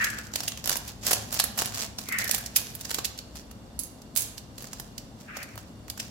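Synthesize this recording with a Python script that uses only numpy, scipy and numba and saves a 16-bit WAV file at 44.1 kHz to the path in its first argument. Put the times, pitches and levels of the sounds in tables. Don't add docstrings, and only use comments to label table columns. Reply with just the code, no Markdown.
import sys
import numpy as np
from scipy import signal
from scipy.fft import rfft, irfft
from scipy.io import wavfile
from scipy.ndimage import uniform_filter1d
from numba import njit

SR = 44100
rng = np.random.default_rng(int(sys.argv[2]) if len(sys.argv) > 2 else 0)


def volts(x):
    e = np.asarray(x, float) / 20
    return 10 ** e


def transcribe(u):
    v = np.clip(np.atleast_2d(u).T, -1, 1)
    q = np.round(v * 32767).astype(np.int16)
    wavfile.write(sys.argv[1], SR, q)


N = 269010
TIME_S = np.arange(N) / SR

# (frequency [Hz], density [dB])
ROOM_SPECTRUM = [(30, -42), (44, 5), (74, -3), (222, 2), (384, -7.5), (600, -7), (1300, -16.5),
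                 (2480, -25.5), (4000, -23), (7600, -28), (8800, -30.5), (14000, -36), (16000, -46)]
# (centre [Hz], width [Hz], level [dB])
HUM_LINES = [(67.3, 20, -58.5), (105.8, 11, -59), (131.6, 38, -60.5), (213, 31, -60.5), (249.4, 88, -60)]
# (time [s], gain [dB])
HUM_GAIN = [(0, 3), (1.4, 3), (2.6, -0.5), (4.5, -2.5), (6.1, 0.5)]
# (centre [Hz], width [Hz], level [dB])
HISS_LINES = [(2810, 70, -74), (3550, 70, -76), (4500, 70, -75), (5600, 70, -77), (7600, 70, -79)]
# (full at [s], level [dB], held [s], fall [dB/s])
SQUEEZES = [(0.0, -37, 0, 55), (0.352, -43, 0.031, 63), (0.67, -36, 0.041, 150), (0.888, -38.5, 0, 505),
            (1.035, -43, 0.01, 93), (1.07, -32.5, 0.053, 101), (1.315, -35, 0.049, 140),
            (1.4, -46, 0.02, 192), (1.589, -30, 0, 132), (1.75, -35, 0.079, 368), (1.99, -46.5, 0.15, 192),
            (2.192, -38.5, 0.049, 186), (2.33, -38, 0.02, 125), (2.568, -39.5, 0.028, 75),
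            (2.81, -51, 0.068, 180), (2.9, -43.5, 0.094, 180), (3.191, -66, 0.1, 75),
            (3.36, -49, 0.017, 280), (4.591, -50, 0.035, 55), (4.787, -69.5, 0.016, 79),
            (5.208, -47.5, 0, 303), (5.36, -50, 0.0047, 74), (5.588, -55.5, 0.0099, 304),
            (5.98, -49.5, 0.049, 234)]
# (frequency [Hz], density [dB])
FILM_SPECTRUM = [(880, -53), (1500, -7.5), (2210, -5), (2720, -0.5), (3770, -0.5), (4550, 3), (7390, 2),
                 (9010, -6.5), (10700, -5), (14600, -9), (16000, -15)]
# (frequency [Hz], density [dB])
PACKET_AIR = [(250, -7.5), (600, 2.5), (1000, 0.5), (1800, 0.5), (3000, -13.5)]
# (full at [s], level [dB], held [s], centre [Hz], core gain [dB])
SWISH_STROKES = [(0.014, -32.5, 0, 1844, 4), (2.123, -38.5, 0.07, 2044, 5.5),
                 (5.292, -50.5, 0.055, 1600, -2), (5.358, -44.5, 0.016, 2200, -10)]
# (time [s], level [dB], thud gain [dB], gain above 8.8 kHz [dB])
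PACKET_SNAPS = [(0.0432, -15, -5, 4), (0.101, -26, -14, 5), (0.187, -26.5, 2, -2), (0.3372, -23.5, -4, -1),
                (0.3576, -15.5, -2.5, 4), (0.404, -19, -6, 4), (0.4343, -25.5, -3, 4),
                (0.4792, -15.5, -10.5, 2.5), (0.52, -25, -6.5, -16), (0.5746, -26.5, -8.5, 5),
                (0.642, -22, -6, 0), (0.6576, -20.5, -5, 9), (0.6752, -15, -6, 6), (0.6947, -10, -6.5, 10),
                (0.7164, -20, 1, 5), (0.7279, -16, -5, 1), (0.7565, -20, 2, 8), (0.7674, -20, -21, 12),
                (0.8792, -28.5, -12, 10), (1.05, -33, -3, 30), (1.0665, -15, -4, 4), (1.081, -19, -20, 27),
                (1.1107, -13, 0, 12), (1.1162, -13, -0.5, 4), (1.1319, -9, -5.5, 7), (1.327, -20, -1, 11),
                (1.3428, -18.5, -15, 11), (1.3916, -15.5, -36, -2), (1.3989, -6, -7.5, 5),
                (1.4402, -13.5, -4.5, 11), (1.5779, -21.5, 1, 13), (1.589, -15, -12.5, 3),
                (1.6199, -16, 2.5, 7.5), (1.658, -18, -4.5, 9), (1.749, -28, -12, 9), (1.9857, -22, -4, 2),
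                (2.0103, -37, 0, 19), (2.0877, -25, -0.5, 8), (2.124, -24.5, -1, 9.5),
                (2.1865, -15.5, -12, 7.5), (2.2016, -25, -17, 0), (2.2426, -21, -10, 14),
                (2.278, -21, -9, 6), (2.294, -18.5, -0.5, 1), (2.3116, -9.5, -51, 9.5),
                (2.3419, -20, -2, 7), (2.3473, -12, -33.5, 6.5), (2.3614, -25, -30, 13),
                (2.3817, -21, -10, 14), (2.409, -29, -15, 14), (2.4616, -23, -30, 3), (2.5609, -12, -40, 0),
                (2.564, -4.5, -19, 12.5), (2.7516, -24.5, -18, 14.5), (2.8106, -26, -32, 9),
                (2.851, -25, -32, -1), (2.9072, -20.5, -6, 9), (2.9131, -22.5, 4.5, 2),
                (2.9445, -15.5, -7, 6), (2.9857, -19, 3, -3), (3.0467, -17.5, -30, 0.5),
                (3.0513, -17.5, -24, 6), (3.178, -32, -10, 6), (3.188, -22.5, -36, -0.5),
                (3.356, -34.5, -1, 3), (3.5122, -37, 3, 4.5), (4.0186, -39, -12, 5),
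                (4.3796, -29.5, -22, 3.5), (4.581, -30.5, -5, 4), (4.6227, -35, -12, 17),
                (4.643, -36.5, 8.5, -3), (4.7314, -26.5, 0, 2.5), (4.799, -24, -1.5, 7),
                (4.9808, -25.5, -42, 2), (5.369, -28.5, 4.5, 3), (5.4298, -29, -3, 8),
                (5.5561, -36.5, 2, 14), (5.577, -38.5, 15, -7), (5.8812, -40.5, 9, -2),
                (5.9002, -20.5, -10, 2.5), (5.976, -33.5, 4, 3), (5.999, -20.5, -4, -1)]
# (time [s], level [dB])
STONE_TOUCHES = [(3.791, -23.5), (3.7968, -28.5), (3.8351, -29.5), (4.153, -32), (4.1621, -17.5),
                 (4.168, -23), (4.1733, -13), (4.194, -25), (4.2072, -23.5), (4.2207, -23.5)]
# (frequency [Hz], level [dB], t60 [s])
BLADE_MODES = [(4780, -16, .03), (6417, -8, .03), (6804, -10, .03), (7682, -7, .03), (8900, -10, .025),
               (10610, 0, .025), (10830, -4, .025), (12600, -5, .02), (13300, -7, .02)]
# (frequency [Hz], density [dB])
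TICK_SPECTRUM = [(1500, -22), (5000, -8), (8000, -4), (12000, -4), (16000, -8.5)]
# (centre [Hz], t60 [s])
ECHO_DECAY = [(400, 0.86), (1500, 0.64), (4000, 0.45), (9000, 0.13), (14000, 0.21)]
# (frequency [Hz], correlation [0-1])
STEREO_LIKENESS = [(60, 0.93), (300, 0.89), (650, 0.54), (1400, 0), (16000, 0.01)]
# (frequency [Hz], left minus right [dB])
PORT_BALANCE = [(60, 2.5), (110, 4.5), (220, 0), (2400, 1.5), (4400, -3), (9000, -4.5), (15000, -9)]

ROOM_DB, CONSTANT_CREAK_DB, FILM_AIR_DB = -51.5, -73.5, -7.5
GRIP_RISE_DB_S = 800
SWISH_RISE_DB_S, SWISH_FALL_DB_S, SWISH_SAG_HZ_S = 450, 113, 1200
SKIRT_EDGES_HZ, CORE_WIDTH_HZ = [1210, 2650], 356.0
CREST_DB = 7.5
CREAK_GAIN, TRAIL_GAIN = 0.1, 0.3
BLADE_RING_DB = -9
SNAP_ECHO_DB, FILM_ECHO_DB, BLADE_ECHO_DB, SWISH_ECHO_DB = -7, -8.5, -1, -10.5
TOP_HZ = 16000


def columns(table):
    return (c[:, None] for c in np.transpose(table))


def along(table, hz):
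    at_hz, value = np.transpose(table)
    return np.interp(np.log(hz + 1), np.log(at_hz), value)


def unit(x):
    return x / np.sqrt(np.mean(x ** 2, axis=-1, keepdims=True))


def colour(x, gain):
    n = x.shape[-1]
    return irfft(rfft(x) * gain(np.arange(n // 2 + 1) * SR / n), n)


def shaped(x, table):
    return colour(x, lambda hz: volts(along(table, hz)))


def pair(a, b):
    likeness = lambda hz: np.clip(along(STEREO_LIKENESS, hz), 0, 1)
    mid = colour(a, lambda hz: np.sqrt(1 + likeness(hz)))
    side = colour(b, lambda hz: np.sqrt(1 - likeness(hz)))
    return np.array([mid + side, mid - side])


def walk(rate_hz):
    k = int(SR / rate_hz)
    steps = np.repeat(rng.standard_normal(N // k + 1), k)
    return uniform_filter1d(uniform_filter1d(steps, k), k)[:N]


def swell(full_s, level_db, held_s, rise_db_s, fall_db_s):
    rise_db = rise_db_s * np.maximum(full_s - TIME_S, 0)
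    fall_db = fall_db_s * np.maximum(TIME_S - full_s - held_s, 0)
    return volts(level_db - rise_db - fall_db)


def place(bursts, times_s):
    out = np.zeros((2, N))
    for k, s in enumerate(times_s):
        i = int(s * SR)
        out[:, i:i + bursts.shape[-1]] += bursts[:, k, :N - i]
    return out


@njit
def sliding_bandpass(x, hz, width_hz):
    y, band, low = np.empty(len(x)), 0., 0.
    for i in range(len(x)):
        g, k = np.tan(np.pi * hz[i] / SR), width_hz / hz[i]
        v = (band + g * (x[i] - low)) / (1 + g * (g + k))
        band, low, y[i] = 2 * v - band, low + 2 * g * v, k * v
    return y


def noise_line(hz, width_hz):
    gain = lambda f: 1 / (1 + ((f - hz) / (width_hz / 2)) ** 2)
    return unit(colour(rng.standard_normal((2, N)), gain))


def background():
    wide = unit(shaped(rng.standard_normal((2, N)), ROOM_SPECTRUM))
    wide = wide * volts(ROOM_DB + 0.23 * walk(1.985))
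    hum = sum(noise_line(hz, width_hz) * volts(level_db + 2.05 * walk(1.8))
              for hz, width_hz, level_db in HUM_LINES)
    hum = hum * volts(np.interp(TIME_S, *np.transpose(HUM_GAIN)))
    hisses = sum(noise_line(hz, width_hz) * volts(level_db) for hz, width_hz, level_db in HISS_LINES)
    return pair(*(wide + hisses + hum))


def rustle():
    full_s, level_db, held_s, fall_db_s = columns(SQUEEZES)
    present = rng.random(N) < 2000 / SR
    size_db = np.minimum(4 * rng.exponential(size=N), 17) + 3.5 * walk(45)
    smear = signal.lfilter([1], [1, -np.exp(-1 / (0.0003 * SR))], present * volts(size_db))
    a, b, c, d = rng.standard_normal((4, N)) * smear
    film = unit(shaped(pair(a, b), FILM_SPECTRUM))
    air = unit(shaped(pair(c, d), PACKET_AIR))
    squeeze = swell(full_s, level_db, held_s, GRIP_RISE_DB_S, fall_db_s).sum(axis=0)
    return (squeeze + volts(CONSTANT_CREAK_DB)) * (film + volts(FILM_AIR_DB) * air)


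def swishes():
    full_s, level_db, held_s, hz, core_db = columns(SWISH_STROKES)
    gain = swell(full_s, level_db, held_s, SWISH_RISE_DB_S, SWISH_FALL_DB_S)
    sliding_hz = np.clip(hz - SWISH_SAG_HZ_S * (TIME_S - full_s), 1000, 3000)
    loudest = gain.argmax(axis=0)
    centre_hz = sliding_hz[loudest, np.arange(N)] * (1 + 0.045 * walk(40))
    core_gain = (volts(core_db) * gain).sum(axis=0)
    skirt_gain = gain.sum(axis=0)
    skirt_filter = signal.butter(4, SKIRT_EDGES_HZ, "band", fs=SR, output="sos")

    def hiss():
        once = sliding_bandpass(rng.standard_normal(N), centre_hz, CORE_WIDTH_HZ)
        core = unit(sliding_bandpass(once, centre_hz, CORE_WIDTH_HZ))
        skirt = unit(signal.sosfilt(skirt_filter, rng.standard_normal(N)))
        return core_gain * core + skirt_gain * skirt

    return pair(hiss(), hiss()) * volts(3.15 * walk(70))


def snaps(size=2048):
    time_s, level_db, thud_db, top_db = columns(PACKET_SNAPS)
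    chance = rng.standard_normal((len(time_s), 7, size))
    lead_s = 256 / SR
    since_s = np.arange(size) / SR - lead_s
    t = np.maximum(since_s, 0)
    patch_db = 11 * uniform_filter1d(chance[:, 0, :size // 2 + 1], size=70)
    top = lambda hz: 1 / (1 + (8800 / (hz + 1)) ** 16)
    film_gain = lambda hz: volts(along(FILM_SPECTRUM, hz) + patch_db + top_db * top(hz))
    air_gain = lambda hz: volts(along(PACKET_AIR, hz) + patch_db)

    ragged = volts(19.6 * uniform_filter1d(chance[:, 1], size=16))
    fade_s = 0.0051 * np.exp(0.043 * chance[:, 6, :1])
    creak = CREAK_GAIN * ragged * (t == 0) * np.exp(since_s / 0.0032)
    trail = TRAIL_GAIN * np.exp(-t / fade_s) * ragged
    crack = creak + (t > 0) * (trail + np.exp(-t / 0.000099))
    cracks = np.array([colour(chance[:, k] * crack, film_gain) for k in (2, 3)])
    power_1ms = uniform_filter1d(np.mean(cracks ** 2, axis=0), size=44)
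    cracks = cracks / np.sqrt(power_1ms.max(axis=-1, keepdims=True))

    thud = (1 - np.exp(-t / 0.00043)) * np.exp(-t / 0.0025)
    air = np.array([unit(colour(chance[:, k], air_gain)) for k in (4, 5)])
    thuds = volts(thud_db) * thud * air

    pan_db = -1.5 + 1.34 * chance[:, 6, 1:2]
    side_db = np.array([pan_db, -pan_db]) / 2
    bursts = pair(*(cracks + thuds)) * volts(level_db - CREST_DB + side_db)
    return place(bursts, time_s[:, 0] - lead_s)


def scissors(size=8192):
    time_s, level_db = columns(STONE_TOUCHES)
    hz, mode_db, t60_s = columns(BLADE_MODES)
    t = np.arange(size) / SR
    modes = volts(mode_db) * np.exp(2j * np.pi * hz * t - np.log(1000) * t / t60_s)
    strength = rng.standard_normal((2, 2, len(time_s), len(hz)))
    ring = ((strength[0] + 1j * strength[1]) @ modes).real
    tick = unit(shaped(rng.standard_normal((2, len(time_s), size)), TICK_SPECTRUM))
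    tick = tick * (np.exp(-t / 0.0002) + 0.36 * np.exp(-t / 0.011))
    side_db = np.array([-3, 3])[:, None, None]
    bursts = (volts(BLADE_RING_DB) * ring + tick) * volts(level_db + side_db)
    return place(bursts, time_s[:, 0])


def kitchen(x, size=22050):
    t = np.arange(size) / SR
    tail = 0
    for hz, t60_s in ECHO_DECAY:
        gain = lambda f: np.exp(-(np.log((f + 1) / hz) / 1.17) ** 2)
        band = colour(rng.standard_normal((2, size)), gain)
        tail = tail + band * np.exp(-np.log(1000) * t / t60_s)
    tail = unit(tail * (1 - np.exp(-t / 0.0039))) / np.sqrt(size)
    return signal.fftconvolve(x.mean(axis=0, keepdims=True), tail, axes=1)[:, :N]


def scene():
    room, film, far, cracks, blades = background(), rustle(), swishes(), snaps(), scissors()
    near_send = volts(SNAP_ECHO_DB) * cracks + volts(FILM_ECHO_DB) * film + volts(BLADE_ECHO_DB) * blades
    echo = kitchen(near_send + volts(SWISH_ECHO_DB) * far)
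    return room + film + far + cracks + blades + echo


def top_cut(x):
    return signal.sosfilt(signal.butter(12, 16810, fs=SR, output="sos"), x)


def record(dry):
    half = np.array([[0.5], [-0.5]])
    ports = colour(dry, lambda hz: volts(half * along(PORT_BALANCE, hz)))
    rounded = np.tanh(ports)
    low_pass = signal.ellip(8, 0.2, 60, TOP_HZ, fs=SR, output="sos")
    mix = signal.sosfilt(low_pass, rounded)
    return top_cut(mix)


dry = scene()
out = record(dry)
transcribe(out)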